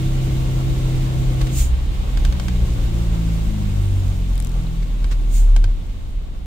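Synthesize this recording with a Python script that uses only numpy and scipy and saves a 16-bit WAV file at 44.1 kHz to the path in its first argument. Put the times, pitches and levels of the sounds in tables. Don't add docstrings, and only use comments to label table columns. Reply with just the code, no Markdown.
import sys
import numpy as np
from scipy import signal
from scipy.fft import rfft, irfft, next_fast_len
from scipy.io import wavfile
from scipy.ndimage import map_coordinates

SR = 44100
rng = np.random.default_rng(int(sys.argv[2]) if len(sys.argv) > 2 else 0)


def int16_out(signal):
    q = np.round(np.clip(np.atleast_2d(signal).T, -1, 1) * 32767)
    wavfile.write(sys.argv[1], SR, q.astype(np.int16))


N = 284867
TIME = np.arange(N) / SR

# (time [s], firing rate [Hz])
ENGINE_SPEED = [(0, 65.3), (0.8, 65), (1.5, 64.4), (1.75, 63.4), (2.15, 64), (2.85, 57.8), (3.4, 54.2),
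                (3.97, 47.5), (4.5, 42.6), (4.85, 40.1), (5.15, 38.8), (5.6, 35.6), (6.1, 30.6),
                (6.46, 28.6)]
LIFT_OFF_S, LIFT_OFF_TAKES_S = 1.59, 0.16
BRAKING_S, BRAKING_TAKES_S = 2.19, 0.81
BRAKING_FADES_HZ, BRAKING_FADE_POWER = 42.3, 2.22
SLACK_SHARE = 0.15
CRUISE_HZ = 65

# (multiple of firing rate, pulling level [dB], coasting level [dB])
FIRING_HARMONICS = [(1, -34.5, -22), (2, -30, -32.5), (3, -50, -40.5), (4, -52, -47.5)]
# (multiple of crank rate, rounded for the pitch; pulling level [dB], coasting level [dB])
CRANK_OVERTONES = [(0.99, -43, -31), (2.95, -33.5, -44.5), (4.94, -36.5, -45.5), (7, -61, -46.5),
                   (8.76, -59, -53), (9.974, -40.5, -47), (10.9, -50, -54), (11.82, -52, -50.5),
                   (13.13, -56, -58), (13.986, -63, -54), (16, -57.5, -57.5), (18.25, -57.5, -60.5),
                   (19.3, -62, -64), (20.1, -71, -65.5), (22.3, -55, -65.5), (34, -65, -85),
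                   (42, -62.5, -82)]
# (time [s], level [dB], rise [s], fall [s], left over right [dB])
LOAD_SHUDDER = [(1.7, -19, 0.14, 0.2, -0.5)]
# (frequency [Hz], width [Hz], lift [dB])
LOW_TONE_LIFTS = [(36.07, 4.8, 19), (41.2, 1.7, -6), (44.3, 2.4, 3.5), (47.18, 1.2, -7), (59, 4.3, 2),
                  (80.7, 8.1, -14.5), (96, 11.3, 14.5), (129.4, 29, 8), (164.6, 12.3, 14),
                  (175.3, 3.8, -4.5), (181, 8.4, 9), (207.2, 17.2, 18.5)]
# (frequency [Hz], width [Hz], lift [dB])
CAB_AIR_RESONANCES = [(243, 11, 2.5), (279, 18, 5.5), (338.3, 24, 9), (543, 61, 7.5)]

# (time [s], level [dB], rise [s], fall [s], left over right [dB])
VALVE_PUFFS = [(1.595, -28, 0.043, 0.047, 0), (5.36, -35.5, 0.034, 0.057, 0)]
# (frequency [Hz], relative density [dB per Hz])
VALVE_COLOUR = [(1200, -20), (2400, -5), (3600, -6.5), (5700, -7), (6800, 1.5), (7600, 0.5), (8400, 0),
                (10000, -7.5), (11500, -13.5), (13500, -6), (15500, -7.5)]

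# (time [s], relative level [dB])
TRIM_KNOCKS = [(2.173, -31), (2.2499, -26.5), (2.3246, -32), (2.3979, -29), (2.4827, -29), (5.0428, -34.5),
               (5.563, -27), (5.6409, -30)]
# (frequency [Hz], relative level [dB], 60 dB decay [s])
TRIM_MODES = [(715, -6, 0.059), (1564, -1.5, 0.037), (2370, -14, .035), (3170, -4, 0.04), (4270, -9, 0.027),
              (4720, -10, .03), (6000, -17, .025), (8360, -10, 0.028)]
# (time [s], level [dB], rise [s], fall [s], left over right [dB])
TRIM_SCUFFS = [(1.414, -28.5, 0.0024, 0.0092, 0), (1.47, -32.5, 0.0018, 0.0055, 2),
               (4.828, -41.5, 0.0059, .01, -2), (5.119, -34.5, 0.009, 0.016, -1), (5.9, -49, .01, .012, 4)]
# (frequency [Hz], relative density [dB per Hz])
CRACK_COLOUR = [(380, 7), (700, 0), (1100, 1), (4000, -2), (8000, -9.5), (11000, -17.5), (14000, -17)]

# (time of hardest tick [s], relative level [dB], rise [s], fall [s], ticks per firing)
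BUZZ_BOUTS = [(3.856, -40, 0.098, 0.15, 2), (4.08, -40.5, .008, 0.032, 1), (4.4013, -26, .035, 0.066, 1),
              (4.634, -42.5, .04, 0.027, 1)]
# (frequency [Hz], relative density [dB per Hz])
TICK_COLOUR = [(1500, -6), (4000, -2.5), (6000, -6), (8200, 2), (11000, -6), (15500, -5)]
# (time [s], level [dB], rise [s], fall [s], left over right [dB])
PLASTIC_SQUEAKS = [(4.67, -43.5, .004, .005, 4)]
# (time [s], level [dB], rise [s], fall [s], answering mode [Hz])
ROAD_BUMPS = [(2.28, -12.5, 0.088, 0.055, 38.04), (5.655, -21.5, .012, .03, 92.1),
              (6.2, -22, 0.093, 0.033, 32.18)]

# (time [s], level [dB])
ROAD_SHAKE = [(0, -22.5), (1.2, -20.5), (2.1, -19.5), (2.85, -20), (3.25, -25), (3.8, -23.5), (4.3, -27.5),
              (6.0, -25.5), (6.46, -27.5)]
# (frequency [Hz], relative density [dB per Hz])
RUMBLE_COLOUR = [(22, -18), (29, 0.5), (40, 0), (55, -5), (75, -10), (110, -19.5), (160, -26), (250, -38.5)]
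DRONE_COLOUR = [(90, -10), (150, 3.5), (220, 2.5), (300, -1), (400, -5.5), (520, -12.5)]
GROWL_COLOUR = [(350, -18.5), (480, 0), (720, -5.5), (900, -6), (1120, -9), (1350, -9), (1600, -13.5),
                (2100, -31.5)]
RUSH_COLOUR = [(1300, -15.5), (1800, -2), (2200, -1.5), (2900, 1), (3700, -1), (4400, -4), (5500, -17)]
FIZZ_COLOUR = [(3800, -20), (4800, 0), (5900, -1.5), (6900, 1.5), (8400, -1.5), (10000, -5.5),
               (11500, -9.5), (14000, -3.5), (15500, -8.5)]
# (level coasting at cruising speed [dB], slope [dB per octave of speed],
# rise when pulling [dB], drop when slack [dB])
DRONE_LAW = (-37, 6, 3.3, 3)
GROWL_LAW = (-41, 7.5, -0.5, 2.5)
RUSH_LAW = (-41.5, 9, -0.3, 3)
FIZZ_LAW = (-44.5, 9.5, -0.5, 6.5)

# (frequency [Hz], width [Hz], lift [dB])
PANEL_RESONANCES = [(773, 100, 2), (1118, 67, 6), (1566, 62, 2.5), (2160, 140, 3.5), (3720, 140, 3),
                    (5400, 250, 2), (6440, 150, 2.5), (8300, 250, 2.5)]
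# (frequency [Hz], correlation [-1 to 1])
LEFT_RIGHT_LIKENESS = [(30, .99), (60, 0.66), (150, 1), (270, 0.78), (450, 0.2), (740, 0.085),
                       (1200, -0.27), (2000, 0.061), (12000, -0.11)]
# (frequency [Hz], left over right [dB])
MIC_BALANCE = [(2000, 0), (3300, -0.2), (4500, -1.5), (6500, -2.8), (9000, 0.5), (12000, -3), (15000, -7)]
CUTOFF_HZ = 15600


def engine_tones(crank, firing_hz, load, braking, overtone_pan_db=1.0):
    fade = np.minimum(firing_hz / BRAKING_FADES_HZ, 1) ** BRAKING_FADE_POWER
    slack = 1 - load - braking
    coasting = (braking + SLACK_SHARE * slack) * fade
    boom = overtones = 0
    for k, pulling_db, coasting_db in FIRING_HARMONICS:
        wavering_db = coasting_db + .35 * k * drift(5)
        strength = load * from_db(pulling_db) + coasting * from_db(wavering_db)
        strength = strength * from_db(lift_db(LOW_TONE_LIFTS, k * firing_hz))
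        rocking = swells(LOAD_SHUDDER) if k == 1 else 0
        boom += (strength + rocking) * tone(2 * k * crank, rough=0.055, skew=0.17 * k)
    for k, pulling_db, coasting_db in CRANK_OVERTONES:
        wavering_db = coasting_db + 2.44 * drift(4)
        strength = load * from_db(pulling_db) + braking * from_db(wavering_db)
        strength = strength * from_db(lift_db(CAB_AIR_RESONANCES, k * firing_hz / 2))
        overtones += strength * tone(round(k) * crank, rough=0.15, skew=0.64)
    return boom + overtones * pan(overtone_pan_db)


def air_valve(whistle_hz=6800, whistle_t60=0.055, whistle_db=-10):
    jet = cab_noise(VALVE_COLOUR)
    whistle = rms_one(ring(rng.standard_normal((2, N)), whistle_hz, whistle_t60))
    return swells(VALVE_PUFFS) * (jet + from_db(whistle_db) * whistle)


def trim(ring_db=-3, crack_db=4.0, tail_db=-12):
    at = [int(s * SR) for s, db in TRIM_KNOCKS]
    knock_db = np.array(TRIM_KNOCKS)[:, 1]
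    ringing = np.zeros((2, N))
    for k, (hz, level_db, t60) in enumerate(TRIM_MODES):
        uneven_db = rng.normal(0, 0.65, (len(at), 2)).T
        clicks = np.zeros((2, N))
        clicks[:, at] = from_db(knock_db + level_db + ring_db + uneven_db)
        ringing += (-1) ** k * ring(clicks, hz, t60)
    crack = from_db(crack_db) * bursts(TRIM_KNOCKS, rise_s=0.00019, fall_s=0.0031)
    tail = from_db(tail_db) * bursts(TRIM_KNOCKS, rise_s=.003, fall_s=0.019)
    return ringing + (crack + tail + swells(TRIM_SCUFFS)) * cab_noise(CRACK_COLOUR)


def buzz(crank, tick_db=16, side_db=22, uneven_db=1.7):
    ticks = []
    for s, db, rise, fall, per_firing in BUZZ_BOUTS:
        swings = (crank - np.interp(s, TIME, crank)) / np.pi * per_firing
        at = np.flatnonzero(np.diff(np.floor(swings)))
        bout = swells([(s, db, rise, fall, 0)])[0, at]
        level_db = 20 * np.log10(bout) + uneven_db * drift(50)[at]
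        ticks += zip(TIME[at], level_db)
    contacts = bursts(ticks, rise_s=0.00083, fall_s=0.00079)
    return from_db(tick_db - side_db / 2) * pan(side_db) * contacts * cab_noise(TICK_COLOUR)


def squeak(hz=3850, t60=0.0059):
    return swells(PLASTIC_SQUEAKS) * rms_one(ring(rng.standard_normal((2, N)), hz, t60))


def bump():
    out = np.zeros((2, N))
    for s, db, rise, fall, hz in ROAD_BUMPS:
        shudder = tone(2 * np.pi * hz * TIME, rough=0.073, skew=0)
        out += swells([(s, db, rise, fall, 0)]) * shudder
    return out


def ride(crank, firing_hz, load, braking, lope=0.083, cycle_lope=0.045, clatter=.09):
    octaves = np.log2(firing_hz / CRUISE_HZ)
    slack = 1 - load - braking

    def follow(law):
        db, per_octave_db, pulling_db, slack_db = law
        return db + per_octave_db * octaves + pulling_db * load - slack_db * slack

    throb = 1 + lope * np.cos(crank) + cycle_lope * np.cos(crank / 2)
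    ticking = 1 + clatter * (1 - load / 2) * (np.cos(4 * crank) + np.cos(8 * crank))
    rumble = from_db(in_time(ROAD_SHAKE)[0]) * cab_noise(RUMBLE_COLOUR)
    drone = from_db(follow(DRONE_LAW)) * cab_noise(DRONE_COLOUR) * throb * pan(1.7)
    growl = from_db(follow(GROWL_LAW) + 1.16 * drift(14)) * cab_noise(GROWL_COLOUR) * throb * pan(0.43)
    rush = from_db(follow(RUSH_LAW) + 0.52 * drift(25)) * cab_noise(RUSH_COLOUR)
    fizz = from_db(follow(FIZZ_LAW) + 0.76 * drift(15)) * cab_noise(FIZZ_COLOUR) * ticking
    return rumble + drone + growl + rush + fizz


def tone(phase, rough, skew):
    angle = phase + rng.uniform(0, 2 * np.pi) + skew * np.array([[.5], [-.5]])
    steady = (1 + rough * drift(5)) * np.sin(angle)
    return np.sqrt(2) * (steady + rough * drift(5.6) * np.cos(angle))


def cab_noise(colour):
    size = next_fast_len(N)
    hz = np.arange(size // 2 + 1) * SR / size + 1e-3
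    low_skirt = 1 + (.8 * colour[0][0] / hz) ** 8
    high_skirt = 1 + (.8 * hz / colour[-1][0]) ** 8
    shape = from_db(at_hz(colour, hz) + lift_db(PANEL_RESONANCES, hz)) / np.sqrt(low_skirt * high_skirt)
    alike = np.clip(at_hz(LEFT_RIGHT_LIKENESS, hz), -.995, .995)
    mid, side = rfft(rng.standard_normal((2, size))) * shape
    stereo = np.sqrt(1 + alike) * mid + np.sqrt(1 - alike) * side * [[1], [-1]]
    return rms_one(irfft(stereo, size)[:, :N])


def ring(clicks, hz, t60):
    r = from_db(-60 / (t60 * SR))
    w = 2 * np.pi * hz / SR
    return signal.lfilter([0, np.sin(w)], [1, -2 * r * np.cos(w), r * r], clicks + 1e-18)


def bursts(events, rise_s, fall_s):
    out, age = np.zeros(N), np.arange(SR // 8) / SR
    shape = (1 - np.exp(-age / rise_s)) * np.exp(-age / fall_s)
    for s, db in events:
        at = int(s * SR)
        out[at:at + len(age)] += from_db(db) * shape[:N - at]
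    return out


def swells(events):
    out = np.zeros((2, N))
    for s, db, rise, fall, side_db in events:
        away = np.abs(TIME - s) / np.where(TIME < s, rise, fall)
        out += from_db(db) * pan(side_db) / np.cosh(np.minimum(np.sqrt(2) * away, 20))
    return out


def drift(rate):
    knots = rng.standard_normal(int(2 * rate * N / SR) + 4)
    joined = map_coordinates(knots, [TIME * 2 * rate + 1], order=1, mode="nearest")
    return joined / np.sqrt(2 / 3)


def ramp(middle_s, length_s):
    return .5 + .5 * np.tanh(2 * (TIME - middle_s) / length_s)


def lift_db(resonances, hz):
    return sum(db / (1 + (2 * (hz - centre) / width) ** 2) for centre, width, db in resonances)


def pan(balance_db):
    return from_db(np.array([[.5], [-.5]]) * balance_db)


def from_db(db):
    return 10 ** (np.asarray(db) / 20)


def rms_one(x):
    return x / np.sqrt(np.mean(x ** 2) + 1e-20)


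def in_time(rows):
    s, *columns = np.transpose(rows)
    return [np.interp(TIME, s, c) for c in columns]


def at_hz(points, hz):
    f, value = np.transpose(points)
    return np.interp(np.log(hz + 1e-3), np.log(f), value)


def scene():
    firing_hz, = in_time(ENGINE_SPEED)
    crank = np.pi * np.cumsum(firing_hz) / SR
    load = 1 - ramp(LIFT_OFF_S, LIFT_OFF_TAKES_S)
    fade = np.minimum(firing_hz / BRAKING_FADES_HZ, 1) ** BRAKING_FADE_POWER
    braking = ramp(BRAKING_S, BRAKING_TAKES_S) * fade
    engine = crank, firing_hz, load, braking
    return engine_tones(*engine) + air_valve() + trim() + buzz(crank) + squeak() + bump() + ride(*engine)


def record(dry):
    size = next_fast_len(N)
    hz = np.arange(size // 2 + 1) * SR / size
    heard = irfft(rfft(dry, size) * pan(at_hz(MIC_BALANCE, hz)), size)[:, :N]
    return signal.sosfilt(signal.ellip(10, .1, 80, CUTOFF_HZ, fs=SR, output="sos"), heard)


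dry = scene()
out = record(dry)
int16_out(out)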